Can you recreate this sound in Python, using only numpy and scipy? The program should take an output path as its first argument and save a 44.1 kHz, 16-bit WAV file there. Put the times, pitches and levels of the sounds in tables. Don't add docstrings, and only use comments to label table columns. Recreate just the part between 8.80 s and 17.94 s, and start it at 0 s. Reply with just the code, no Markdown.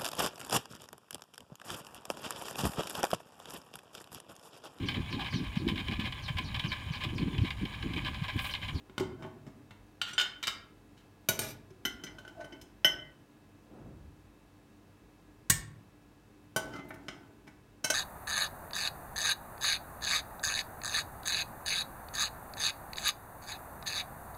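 import sys
import numpy as np
from scipy import signal
from scipy.fft import rfft, irfft, next_fast_len
from scipy.io import wavfile

SR = 44100
rng = np.random.default_rng(int(sys.argv[2]) if len(sys.argv) > 2 else 0)


def inscribe(sig):
    pcm = np.round(np.clip(np.atleast_2d(sig).T, -1, 1) * 32767)
    wavfile.write(sys.argv[1], SR, pcm.astype(np.int16))


N = 403074
BLOW_SIZE = 20480
TIME, AGE = np.arange(N) / SR, np.arange(BLOW_SIZE) / SR

BAND_EDGES = [100, 450, 1200, 2500, 4500, 16000]
BAND_OCTAVES = np.array([-3, -1.2, 0, 1, 2.3])
# (frequency [Hz], t60 [s])
KITCHEN_DECAY = [(100, 1), (400, 0.62), (1500, 0.49), (3000, 0.38), (6000, 0.3), (9000, 0.25),
                 (15000, 0.18)]
# (frequency [Hz], relative level [dB])
HUM_TONES = [(48.4, -70.5), (96.9, -68), (220.7, -74), (296.1, -68), (393.0, -80.5), (985.1, -85.5),
             (1034, -81.5), (1674, -80.5), (2616, -82), (3790, -89.5)]

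# (frequency [Hz], relative level [dB])
AIR_COLOUR = [(15, -39.5), (25, -7.5), (53, -1.5), (70, -13.5), (102, -2), (170, -7.5), (217, -5.5),
              (249, -10.5), (301, -2.5), (363, -13.5), (394, -9.5), (591, -16.5), (677, -15.5),
              (1650, -23.5), (5000, -33), (16000, -40)]
SLAP_COLOUR = [(100, 4), (200, 4.5), (400, -8.5), (800, -5.5), (1500, -9.5), (2700, -12.5), (4000, -10),
               (5700, -5), (6700, -1), (7500, -4), (8200, 1), (9400, 0.5), (10200, -18), (12000, -6.5),
               (16000, -10)]
LID_CLACK_COLOUR = [(50, -9), (100, 2), (250, -1.5), (375, -5), (490, -9), (900, 3), (1450, 2.5),
                    (1850, 1.5), (2150, 3.5), (2550, -2.5), (3020, 5.5), (3350, -1.5), (3650, 2),
                    (4200, -1.5), (5000, 0), (8500, -7), (10300, -15), (12000, -12.5), (16000, -21)]
SKID_COLOUR = [(200, -20.5), (900, -8.5), (1500, 3.5), (2400, -4.5), (3400, 1), (5000, -7), (8500, -14.5),
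               (10300, -22.5), (16000, -26)]
DRAG_COLOUR = [(120, 9), (300, 20), (450, -8), (700, 11.5), (1100, -0.5), (1500, 1), (2400, -20.5),
               (4000, -20.5), (7000, -19), (16000, -32.5)]
GRATING_COLOUR = [(50, -7.5), (120, 3), (330, 5), (470, -4), (650, 2.5), (1000, -3), (1500, -5),
                  (2300, 0.5), (4400, -5), (6000, 2), (7800, -5), (9700, -2), (10500, -15), (11800, -1),
                  (16000, -16)]
JAR_CLACK_COLOUR = [(50, -8), (120, 5), (205, 1), (330, 6.5), (470, -3.5), (650, 5), (1000, -1), (2300, -3),
                    (3400, -3.5), (4400, -5.5), (6000, -2.5), (7800, -9.5), (9700, -5.5), (10400, -16),
                    (11600, -10.5), (16000, -19.5)]

# (frequency [Hz], relative level [dB], t60 [s])
PITCHER_MODES = [(66, -40.5, .3), (110, -30.5, .28), (148.8, -33.5, 0.25), (1109, -35, 0.17),
                 (1800, -33, .29), (3990, -30.5, .08), (5350, -39.5, 0.2), (8290, -29, .14)]
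BUMP_MODES = [(105, -12, .22), (165, -6.5, .18), (255, -1, 0.17), (345, -3, .1), (637, -1.5, 0.06),
              (875, -6, 0.058), (1114, -8, .06)]
SPOON_MODES = [(1919, -13.5, 0.14), (2054, -18.5, 0.38), (2791, -21.5, 0.099), (2930, -15, .07),
               (3140, -12, .07), (3035, -4, 0.12), (3046, -3.5, 0.11), (3100, -17, 0.25), (3062, -16, .21),
               (3008, -17, .21), (3230, -18, 0.13), (5260, -10.5, .09), (5280, -10.5, .09),
               (5330, -18, 0.2), (5830, -23, 0.19), (6050, -17.5, 0.12), (6244, -21.5, .14),
               (6310, -25.5, .14), (6930, -37.5, .18), (8230, -29.5, 0.18), (11366, -14, 0.061),
               (11536, -18, 0.066), (11851, -17.5, 0.065), (12110, -18.5, 0.064), (12946, -19, .06)]
# (frequency [Hz], relative level [dB], t60 [s], best spots [names])
LID_MODES = [(388, -14.5, 0.24, "face"), (609, -26.5, 0.22, "face edge"), (1114, -12, 0.08, "skirt edge"),
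             (1364, -5, .08, "skirt"), (1423, -0.5, .075, "edge"), (1460, -16.5, 0.24, "face edge"),
             (1467, -0.5, .105, "face"), (1490, -10, .07, "face edge"), (1723, -9.5, 0.085, "face"),
             (2133, -5.5, 0.079, "skirt edge"), (2340, -3, 0.072, "skirt"), (2840, -6, .065, "face edge"),
             (2910, -8, .07, "face"), (3015, 0.5, .065, "edge skirt face"), (3079, 5.5, 0.084, "face"),
             (3110, -4, .075, "skirt face"), (3571, -8, 0.11, "face skirt"), (3630, -10, 0.12, "edge"),
             (3680, -9.5, .13, "face skirt"), (3800, -4.5, 0.078, "skirt"), (4158, -13.5, .12, "face"),
             (4581, -11, .09, "edge"), (4640, -8.5, .1, "face"), (4766, -11, .07, "skirt"),
             (5011, -9, 0.089, "face"), (5220, -10.5, 0.07, "face skirt"), (5920, -2, 0.12, "lug"),
             (6860, -10.5, .1, "face"), (7400, -10, 0.084, "lug"), (8260, -18, 0.061, "face edge"),
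             (8669, -11.5, .14, "lug"), (12200, -20, .06, "skirt")]
JAR_MODES = [(622, -1.5, 0.1204, "base"), (646.6, -5.5, 0.099, "rim shoulder side wall mouth"),
             (890, -8.5, 0.102, "shoulder base"), (1118, -7, 0.12, "shoulder"),
             (1423, -4.5, 0.1404, "neck"), (1464, -2.5, .27, "rim lip"),
             (1512, 2, .22, "shoulder base mouth lip"), (1547, -2.5, .18, "neck base"),
             (1693, -4, 0.067, "rim"), (1999, -3, .13, "neck"), (2057, -4, .33, "side"),
             (2186, -3.5, .11, "base"), (2300, -1.5, 0.051, "wall rim"), (2410, 1, 0.045, "rim"),
             (2640, -2.5, .09, "base"), (2950, -4.5, 0.05, "wall lip rim"), (3046, -1.5, .09, "base"),
             (3074, -2, 0.16, "neck shoulder"), (3113, -0.5, .08, "neck base"), (3260, -3, .054, "wall"),
             (3600, -5, .07, "wall"), (3809, 3.5, .08, "rim"), (4037, 1, .065, "base"),
             (4130, -9.5, .07, "wall neck"), (4520, -2, .06, "rim"), (4723, -7, .07, "base"),
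             (4831, -5, .085, "shoulder"), (5150, -7, .09, "neck wall"), (5555, -1.5, .075, "base"),
             (5862, -9, 0.097, "shoulder base"), (6030, -4, .09, "rim"),
             (6040, -3, .1, "neck shoulder base"), (6290, 1, .085, "base"), (6390, -2.5, .07, "base"),
             (6659, -5.5, .07, "rim"), (7000, -7.5, .08, "shoulder"), (7100, -7, .07, "rim"),
             (7221, -7, .07, "base"), (8357, -6.5, 0.0698, "base"), (8530, -6.5, 0.089, "shoulder base"),
             (8700, -3, .08, "rim"), (9210, -9, 0.091, "shoulder"), (9275, -10.5, 0.073, "shoulder"),
             (9650, -6.5, .1, "rim shoulder"), (9976, -10.5, .07, "base shoulder"),
             (10090, -10.5, .07, "rim"), (11430, -11.5, .07, "rim shoulder"), (11680, -4, .085, "rim"),
             (11860, -8.5, .06, "rim neck"), (12240, -12.5, .08, "rim shoulder base"),
             (13606, -11, 0.0801, "neck"), (14088, -15, .06, "rim base")]
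NEAR_NODE_DB = -17

SLAP_BAND_DB = [-40.5, -47, -41.5, -35.5, -24.5]
# (time [s], starting pitch [Hz], level [dB])
BUBBLES = [(6.699, 1497, -21.5), (6.705, 1750, -20), (6.719, 2120, -29)]

# (time [s], level [dB])
BUMPS = [(0.207, -10), (0.446, -16.5), (0.668, -21.5)]
# (time [s], part hit [name], strength [dB],
# hardness [dB per octave], extra tick [dB], chatter time [s], extra ring [dB])
LID_BLOWS = [(0.0968, "edge", -64.5, -4, -19, .0025, -2), (0.1801, "edge", -41.5, 0, -9.5, 0.004, 3),
             (0.197, "skirt", -48.5, -3.5, -4.5, 0.0098, -7), (0.4246, "skirt", -57.5, -4, -11.5, .006, -4),
             (0.439, "face", -56, -3.5, -24, .014, -3.5), (0.666, "skirt", -65.5, -6, -6, 0.013, -16),
             (0.908, "skirt", -60, -1, -13, .0017, -17), (1.215, "edge", -38.5, 8, -7, .003, -3.5),
             (1.3329, "lug", -54.5, 1.5, 3.5, .003, 4), (1.38, "face", -33, 9, -10, .0064, 3.5),
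             (1.388, "face", -40.5, 6.5, -7.5, .003, 1), (1.398, "face", -35.5, 9, -8.5, .004, 1),
             (1.411, "face", -38.5, 6.5, -4.5, .006, -1), (1.628, "skirt", -47, 6, -3, .0054, -6),
             (1.637, "skirt", -43.5, 6.5, -8, .0054, -5), (1.6708, "skirt", -42.5, 5.5, 2, .003, -5),
             (1.6792, "skirt", -38, 5.5, -5.5, 0.0017, -0.5), (2.169, "skirt", -70.5, 7, -4, 0.049, -25.5)]
LID_BALANCE_DB = [-1.5, -4.5, -1, -2.5]
LID_TILT_TOP_OCTAVES = 0.77
LID_OFF_S, GRIPPED_RING_SHARE = .8, 0.22

# (time [s], level [dB], rise [s], fall [s], starting pitch [Hz], final pitch [Hz])
SQUEAKS = [(3.535, -41.5, 0.078, 0.077, 742, 622), (7.927, -43, 0.011, 0.1, 1515, 1200)]
# (time [s], level [dB], rise [s], hold [s], fall [s])
STROKES = [(3.08, -59, 0.25, .37, 0.22), (7.797, -48, 0.053, 0.082, 0.094), (8.0, -58, .04, 0.21, 0.48)]
JAR_PLACES = {"rim": (4.4, 0.44, 0.83), "neck": (5.7, -6, 0.86), "lip": (8, -4, 0.43),
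              "mouth": (2.75, 1.6, 0.88), "shoulder": (6.1, 1.6, 0.89), "side": (1, 0.95, 0.83),
              "wall": (2, -1.5, 0.63), "base": (5, 0, 0.79)}
# (time [s], place [name], strength [dB], hardness [dB per octave], extra thud [dB], chatter time [s],
# extra steel ring [dB], edge brightness [dB per octave])
JAR_BLOWS = [(2.487, "rim", -34.5, 2, -3.5, 0.0045, -13.5, 6.5),
             (2.5914, "rim", -43.5, 3, 0, 0.0037, -11.5, 4), (2.9042, "wall", -74, 0, 21, 0.0027, -13, -7),
             (3.0513, "neck", -38, -1, -5.5, .0042, 2, 1.5), (3.237, "neck", -51, .5, 2, 0.0059, -9, -5.5),
             (3.2665, "wall", -53, -5, -9, .012, 2.5, -13), (3.3846, "lip", -52, -6, -9, 0.0036, -8.5, -4),
             (3.4502, "lip", -55.5, -8.5, -10, 0.0018, -15, -5),
             (3.478, "lip", -55, -5, -4, 0.0018, -4, -4), (3.602, "mouth", -51.5, -7, -9, .018, -21, -8),
             (3.6437, "shoulder", -58, -3.5, 5, 0.0036, -2, -2),
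             (3.723, "base", -56.5, -4, 7.5, 0.0097, 2, -14),
             (3.8135, "wall", -67.5, 3.5, -6, 0.0019, -4, -1),
             (4.0459, "mouth", -29, -1.13, -13, 0.0052, 11, 1),
             (7.7622, "shoulder", -34.5, -1.5, -5.5, 0.0039, -17.5, 3.5),
             (7.9302, "side", -57, -2.5, 0, 0.01, -4, -19), (7.955, "side", -55.5, -3.5, -2, 0.011, -9, -8),
             (7.9868, "side", -52, -8.5, 3.5, 0.015, -14, -9), (8.088, "rim", -72.5, 3, -3, .004, -20, 17),
             (8.106, "wall", -48, -12, -10, 0.0021, -22, -3), (8.14, "wall", -63, -2, 9, 0.0065, -19, 9),
             (8.284, "wall", -45.5, -3, -4.5, 0.0024, -8, -16),
             (8.671, "wall", -58, -5, 1, 0.0065, -20, -2), (9.0415, "base", -39, 2, -10, 0.0076, -13, -1.5),
             (9.101, "base", -34.5, .9, -13.5, 0.0061, -17, -2)]
JAR_BALANCE_DB = [-7.5, -0.5, 3, -0.5]
STEEL_BAND_SHIFT = [-0.26, -0.033, 0.46, -0.039]
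STEEL_DB_PER_DOUBLING = 79.5


def from_db(db):
    return 10 ** (np.asarray(db) / 20)


def rms_one(sound):
    return sound / np.sqrt(np.mean(sound ** 2) + 1e-30)


def energy_one(sound):
    return rms_one(sound) / np.sqrt(len(sound))


def at_hz(table, hz):
    table = np.array(table)
    return np.interp(np.log(np.maximum(hz, 1)), np.log(table[:, 0]), table[:, 1])


def fade(t60):
    return np.exp(-np.log(1000) * AGE / max(t60, 1e-4))


def swell(time, start_s, level_db, rise_s, hold_s, fall_s):
    corners = start_s + np.cumsum([0, rise_s, hold_s, fall_s])
    return from_db(level_db) * np.interp(time, corners, [0, 1, 1, 0])


def noise(colour, size):
    gain = from_db(at_hz(colour, np.fft.rfftfreq(size, 1 / SR)))
    return rms_one(irfft(rfft(rng.standard_normal(size)) * gain, size))


def through(sound, response):
    return signal.oaconvolve(sound, response)[:len(sound)]


def with_echo(sound, echo, room_db):
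    return sound + from_db(room_db) * through(sound, echo)


def add(track, start_s, sound):
    start = round(start_s * SR)
    track[start:start + len(sound)] += sound[:N - start]


def chatter(length_s, per_s, strength, first):
    touches = (rng.random(BLOW_SIZE) < per_s / SR) * rng.normal(0, strength, BLOW_SIZE)
    touches *= np.exp(-(AGE / length_s) ** 2)
    touches[0] = first
    return touches


def clack(colour, t60, rise_s, touches):
    one_touch = fade(t60) * (1 - fade(rise_s))
    energy = through(touches ** 2, one_touch ** 2)
    return energy_one(noise(colour, BLOW_SIZE) * np.sqrt(np.abs(energy)))


def modes_at(modes, spot):
    return [(hz, level_db + (0 if spot in best_spots else NEAR_NODE_DB), t60)
            for hz, level_db, t60, best_spots in modes]


def ringing(modes, touches, spread_db, pitch=1, t60_scale=1):
    out, energy = np.zeros(BLOW_SIZE), touches ** 2 + 1e-18
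    for hz, level_db, t60 in modes:
        t60 *= t60_scale
        size = int((t60 + .05) * SR)
        kept_per_sample = np.exp(-2 * np.log(1000) / (t60 * SR))
        swing = np.sqrt(signal.lfilter([1], [1, -kept_per_sample], energy[:size]))
        tone = np.sin(2 * np.pi * hz * pitch * AGE[:size])
        out[:size] += from_db(level_db + spread_db * rng.normal()) * swing * tone
    return energy_one(out)


def hollow_note(from_hz, to_hz, level_db, t60, glide_t60):
    hz = to_hz + (from_hz - to_hz) * fade(glide_t60)
    return from_db(level_db) * fade(t60) * (1 - fade(0.008)) * np.sin(2 * np.pi * np.cumsum(hz) / SR)


def set_bands(blow, levels_db):
    size = int(.04 * SR)
    hz, edges = np.fft.rfftfreq(BLOW_SIZE, 1 / SR), np.array(BAND_EDGES)
    power = 2 * np.abs(rfft(blow[:size], BLOW_SIZE)) ** 2 / (size * BLOW_SIZE)
    own_db = 10 * np.log10(np.histogram(hz, edges, weights=power)[0] + 1e-20)
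    flat_ends_hz = np.column_stack([edges[:-1] * 1.15, edges[1:] / 1.15]).ravel()
    gain_table = np.column_stack([flat_ends_hz, np.repeat(levels_db - own_db, 2)])
    log_gain = np.log(from_db(at_hz(gain_table, hz)))
    cepstrum = irfft(log_gain)[:BLOW_SIZE // 2]
    return irfft(rfft(blow) * np.exp(2 * rfft(cepstrum, BLOW_SIZE) - cepstrum[0]))


def air_and_hum(air_db, hum_gain_db, waver_radians):
    out = from_db(air_db) * noise(AIR_COLOUR, next_fast_len(N))[:N]
    step_times = np.linspace(0, TIME[-1], 60)
    for hz, level_db in HUM_TONES:
        wander = np.interp(TIME, step_times, np.cumsum(rng.normal(0, waver_radians, len(step_times))))
        out += from_db(level_db + hum_gain_db) * np.sqrt(2) * np.sin(2 * np.pi * hz * TIME + wander)
    return out


def kitchen_echo(build_s):
    hz = np.fft.rfftfreq(BLOW_SIZE, 1 / SR)
    white = np.exp(2j * np.pi * rng.random(len(hz)))
    edges = np.r_[0, np.geomspace(150, SR / 2, 12)]
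    tail = sum(irfft(white * (hz >= low) * (hz < high)) * fade(at_hz(KITCHEN_DECAY, (low + high) / 2))
               for low, high in zip(edges, edges[1:]))
    return energy_one(tail * (1 - np.exp(-AGE / build_s)))


def arm_swish(start_s, level_db, start_hz, sink_octaves_per_s, width_octaves):
    out, age = np.zeros(N), TIME[:SR]
    loudness = swell(age, 0, level_db, rise_s=0.14, hold_s=0.061, fall_s=0.6)
    centre_hz = start_hz * 2 ** (-sink_octaves_per_s * age)
    for hz in (70, 140, 280, 560, 1120):
        octave = signal.butter(2, [hz / np.sqrt(2), hz * np.sqrt(2)], "band", fs=SR, output="sos")
        rustle = rms_one(signal.sosfilt(octave, rng.standard_normal(SR)))
        off_centre = np.log2(hz / centre_hz) / width_octaves
        add(out, start_s, loudness * rustle / (1 + off_centre ** 2))
    return out


def pitcher(echo, start_s, bubble_rise, bubble_t60, room_db):
    out = np.zeros(N)
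    for burst_s, hz, level_db in BUBBLES:
        add(out, burst_s, hollow_note(hz, hz * bubble_rise, level_db, bubble_t60, bubble_t60))
    for hz, level_db, t60 in PITCHER_MODES:
        add(out, start_s, hollow_note(hz, hz, level_db, t60, t60))
    return with_echo(out, echo, room_db)


def dollop(echo, start_s, slap_t60, room_db):
    out = np.zeros(N)
    spatter = chatter(length_s=0.0039, per_s=2000, strength=0.83, first=.6)
    slap = clack(SLAP_COLOUR, slap_t60, rise_s=.012, touches=spatter)
    add(out, start_s, set_bands(with_echo(slap, echo, room_db), SLAP_BAND_DB))
    return out


def jar_bumps(echo, room_db):
    out = np.zeros(N)
    for start_s, level_db in BUMPS:
        touches = chatter(length_s=0.0075, per_s=680, strength=.8, first=.4)
        add(out, start_s, from_db(level_db) * ringing(BUMP_MODES, touches, spread_db=2.5, pitch=0.99))
    return with_echo(out, echo, room_db)


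def seal_pop(echo, start_s, room_db):
    out = np.zeros(N)
    add(out, start_s, hollow_note(from_hz=359, to_hz=389, level_db=-19.5, t60=0.086, glide_t60=0.11))
    return with_echo(out, echo, room_db)


def lid_clatter(echo, clack_t60, ring_db, clack_room_db, ring_room_db):
    out = np.zeros(N)
    for start_s, part, strength_db, hardness, tick_db, chatter_s, extra_ring_db in LID_BLOWS:
        touches = chatter(chatter_s, per_s=1000, strength=0.79, first=0.88)
        hit = clack(LID_CLACK_COLOUR, clack_t60, rise_s=.002, touches=touches)
        ring_share = GRIPPED_RING_SHARE if start_s < LID_OFF_S else 1
        tin = ringing(modes_at(LID_MODES, part), touches, spread_db=3.5, t60_scale=ring_share)
        ring = from_db(ring_db + extra_ring_db) * tin
        room = through(from_db(clack_room_db) * hit + from_db(ring_room_db) * ring, echo)
        tilt_db = hardness * np.minimum(BAND_OCTAVES[:-1], LID_TILT_TOP_OCTAVES)
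        levels_db = strength_db + np.r_[LID_BALANCE_DB + tilt_db, tick_db]
        add(out, start_s, set_bands(hit + ring + room, levels_db))
    return out


def wet_squeaks(settle_s, width_share):
    out = np.zeros(N)
    for start_s, level_db, rise_s, fall_s, from_hz, to_hz in SQUEAKS:
        hz = to_hz + (from_hz - to_hz) * np.exp(-AGE / settle_s)
        tone = np.sin(2 * np.pi * np.cumsum(hz) / SR)
        smoothing = signal.butter(2, width_share * to_hz, fs=SR, output="sos")
        roughness = rms_one(signal.sosfilt(smoothing, rng.standard_normal(BLOW_SIZE)))
        add(out, start_s, swell(AGE, 0, level_db, rise_s, 0, fall_s) * roughness * tone)
    return out


def scrape(echo, loudness, modes, colour, slips_per_s, ring_db, room_db):
    slips = (rng.random(N) < slips_per_s / SR) * rng.standard_normal(N)
    coloured_modes = [(hz, level_db + at_hz(colour, hz), t60) for hz, level_db, t60 in modes]
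    tiny_clack = energy_one(noise(colour, BLOW_SIZE) * fade(0.062))
    ring = from_db(ring_db) * ringing(coloured_modes, touches=AGE == 0, spread_db=2.0)
    rub = loudness * rms_one(through(slips, tiny_clack + ring))
    return with_echo(rub, echo, room_db)


def spoon_edge(blow, db_per_octave, corner_hz):
    hz = np.fft.rfftfreq(BLOW_SIZE, 1 / SR)
    octaves_above = np.log2(1 + (hz / corner_hz) ** 4) / 4
    tilted = irfft(rfft(blow) * from_db(db_per_octave * octaves_above))
    return tilted * (AGE < AGE[-1] * .9)


def jar_knocks(echo, clack_t60, steel_db, clack_room_db, ring_room_db):
    out = np.zeros(N)
    for start_s, place, strength_db, hardness, thud_db, chatter_s, extra_db, brightness in JAR_BLOWS:
        glass_db, knock_db, ring_share = JAR_PLACES[place]
        touches = chatter(chatter_s, per_s=1694, strength=0.87, first=0.53)
        hit = clack(JAR_CLACK_COLOUR, clack_t60, rise_s=0.00397, touches=touches)
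        steel_stretch = 2 ** (extra_db / STEEL_DB_PER_DOUBLING)
        steel = ringing(SPOON_MODES, touches, spread_db=0, t60_scale=steel_stretch)
        glass = ringing(modes_at(JAR_MODES, place), touches, spread_db=2.5, t60_scale=ring_share)
        ring = from_db(steel_db + extra_db) * steel + from_db(glass_db) * glass
        room = through(from_db(clack_room_db) * hit + from_db(ring_room_db) * ring, echo)
        blow = spoon_edge(hit + ring + room, brightness, corner_hz=4500)
        tilt_db = np.r_[knock_db, hardness * BAND_OCTAVES[2:]]
        balance_db = JAR_BALANCE_DB + tilt_db + extra_db * np.array(STEEL_BAND_SHIFT)
        add(out, start_s, set_bands(blow, strength_db + np.r_[thud_db, balance_db]))
    return out


def scene():
    echo = kitchen_echo(build_s=0.0042)
    out = lid_clatter(echo, clack_t60=0.042, ring_db=6.0, clack_room_db=-5.5, ring_room_db=-7.5)
    out += seal_pop(echo, start_s=.206, room_db=-10.5)
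    out += jar_bumps(echo, room_db=-4.5)
    out += jar_knocks(echo, clack_t60=0.055, steel_db=5.5, clack_room_db=-5.5, ring_room_db=-9.5)
    out += dollop(echo, start_s=6.698, slap_t60=0.046, room_db=-8.5)
    out += pitcher(echo, start_s=6.698, bubble_rise=1.14, bubble_t60=.05, room_db=-13.0)
    spoon_strokes = sum(swell(TIME, *stroke) for stroke in STROKES)
    lid_unscrewing = swell(TIME, start_s=0.38, level_db=-51, rise_s=0.037, hold_s=0.0092, fall_s=0.08)
    out += scrape(echo, spoon_strokes + lid_unscrewing, modes_at(JAR_MODES, "shoulder"), DRAG_COLOUR,
                  slips_per_s=500, ring_db=-9.5, room_db=-5.5)
    rim_grating = swell(TIME, start_s=2.594, level_db=-42.0, rise_s=0.022, hold_s=0.042, fall_s=0.09)
    out += scrape(echo, rim_grating, modes_at(JAR_MODES, "rim"), GRATING_COLOUR,
                  slips_per_s=900, ring_db=-2.0, room_db=-10.0)
    lid_skid = swell(TIME, start_s=1.253, level_db=-46, rise_s=.02, hold_s=.025, fall_s=.05)
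    out += scrape(echo, lid_skid, modes_at(LID_MODES, "edge"), SKID_COLOUR,
                  slips_per_s=810, ring_db=-4.5, room_db=-4)
    out += wet_squeaks(settle_s=0.0487, width_share=0.06)
    out += arm_swish(start_s=4.86, level_db=-51, start_hz=370, sink_octaves_per_s=6.1, width_octaves=0.97)
    out += air_and_hum(air_db=-60, hum_gain_db=-0.5, waver_radians=0.59)
    return out[None]


def record(dry):
    bass_cut = signal.butter(8, 42, "high", fs=SR, output="sos")
    treble_cut = signal.ellip(10, .2, 70, 16000, fs=SR, output="sos")
    return signal.sosfilt(treble_cut, signal.sosfilt(bass_cut, dry))


dry = scene()
out = record(dry)
inscribe(out)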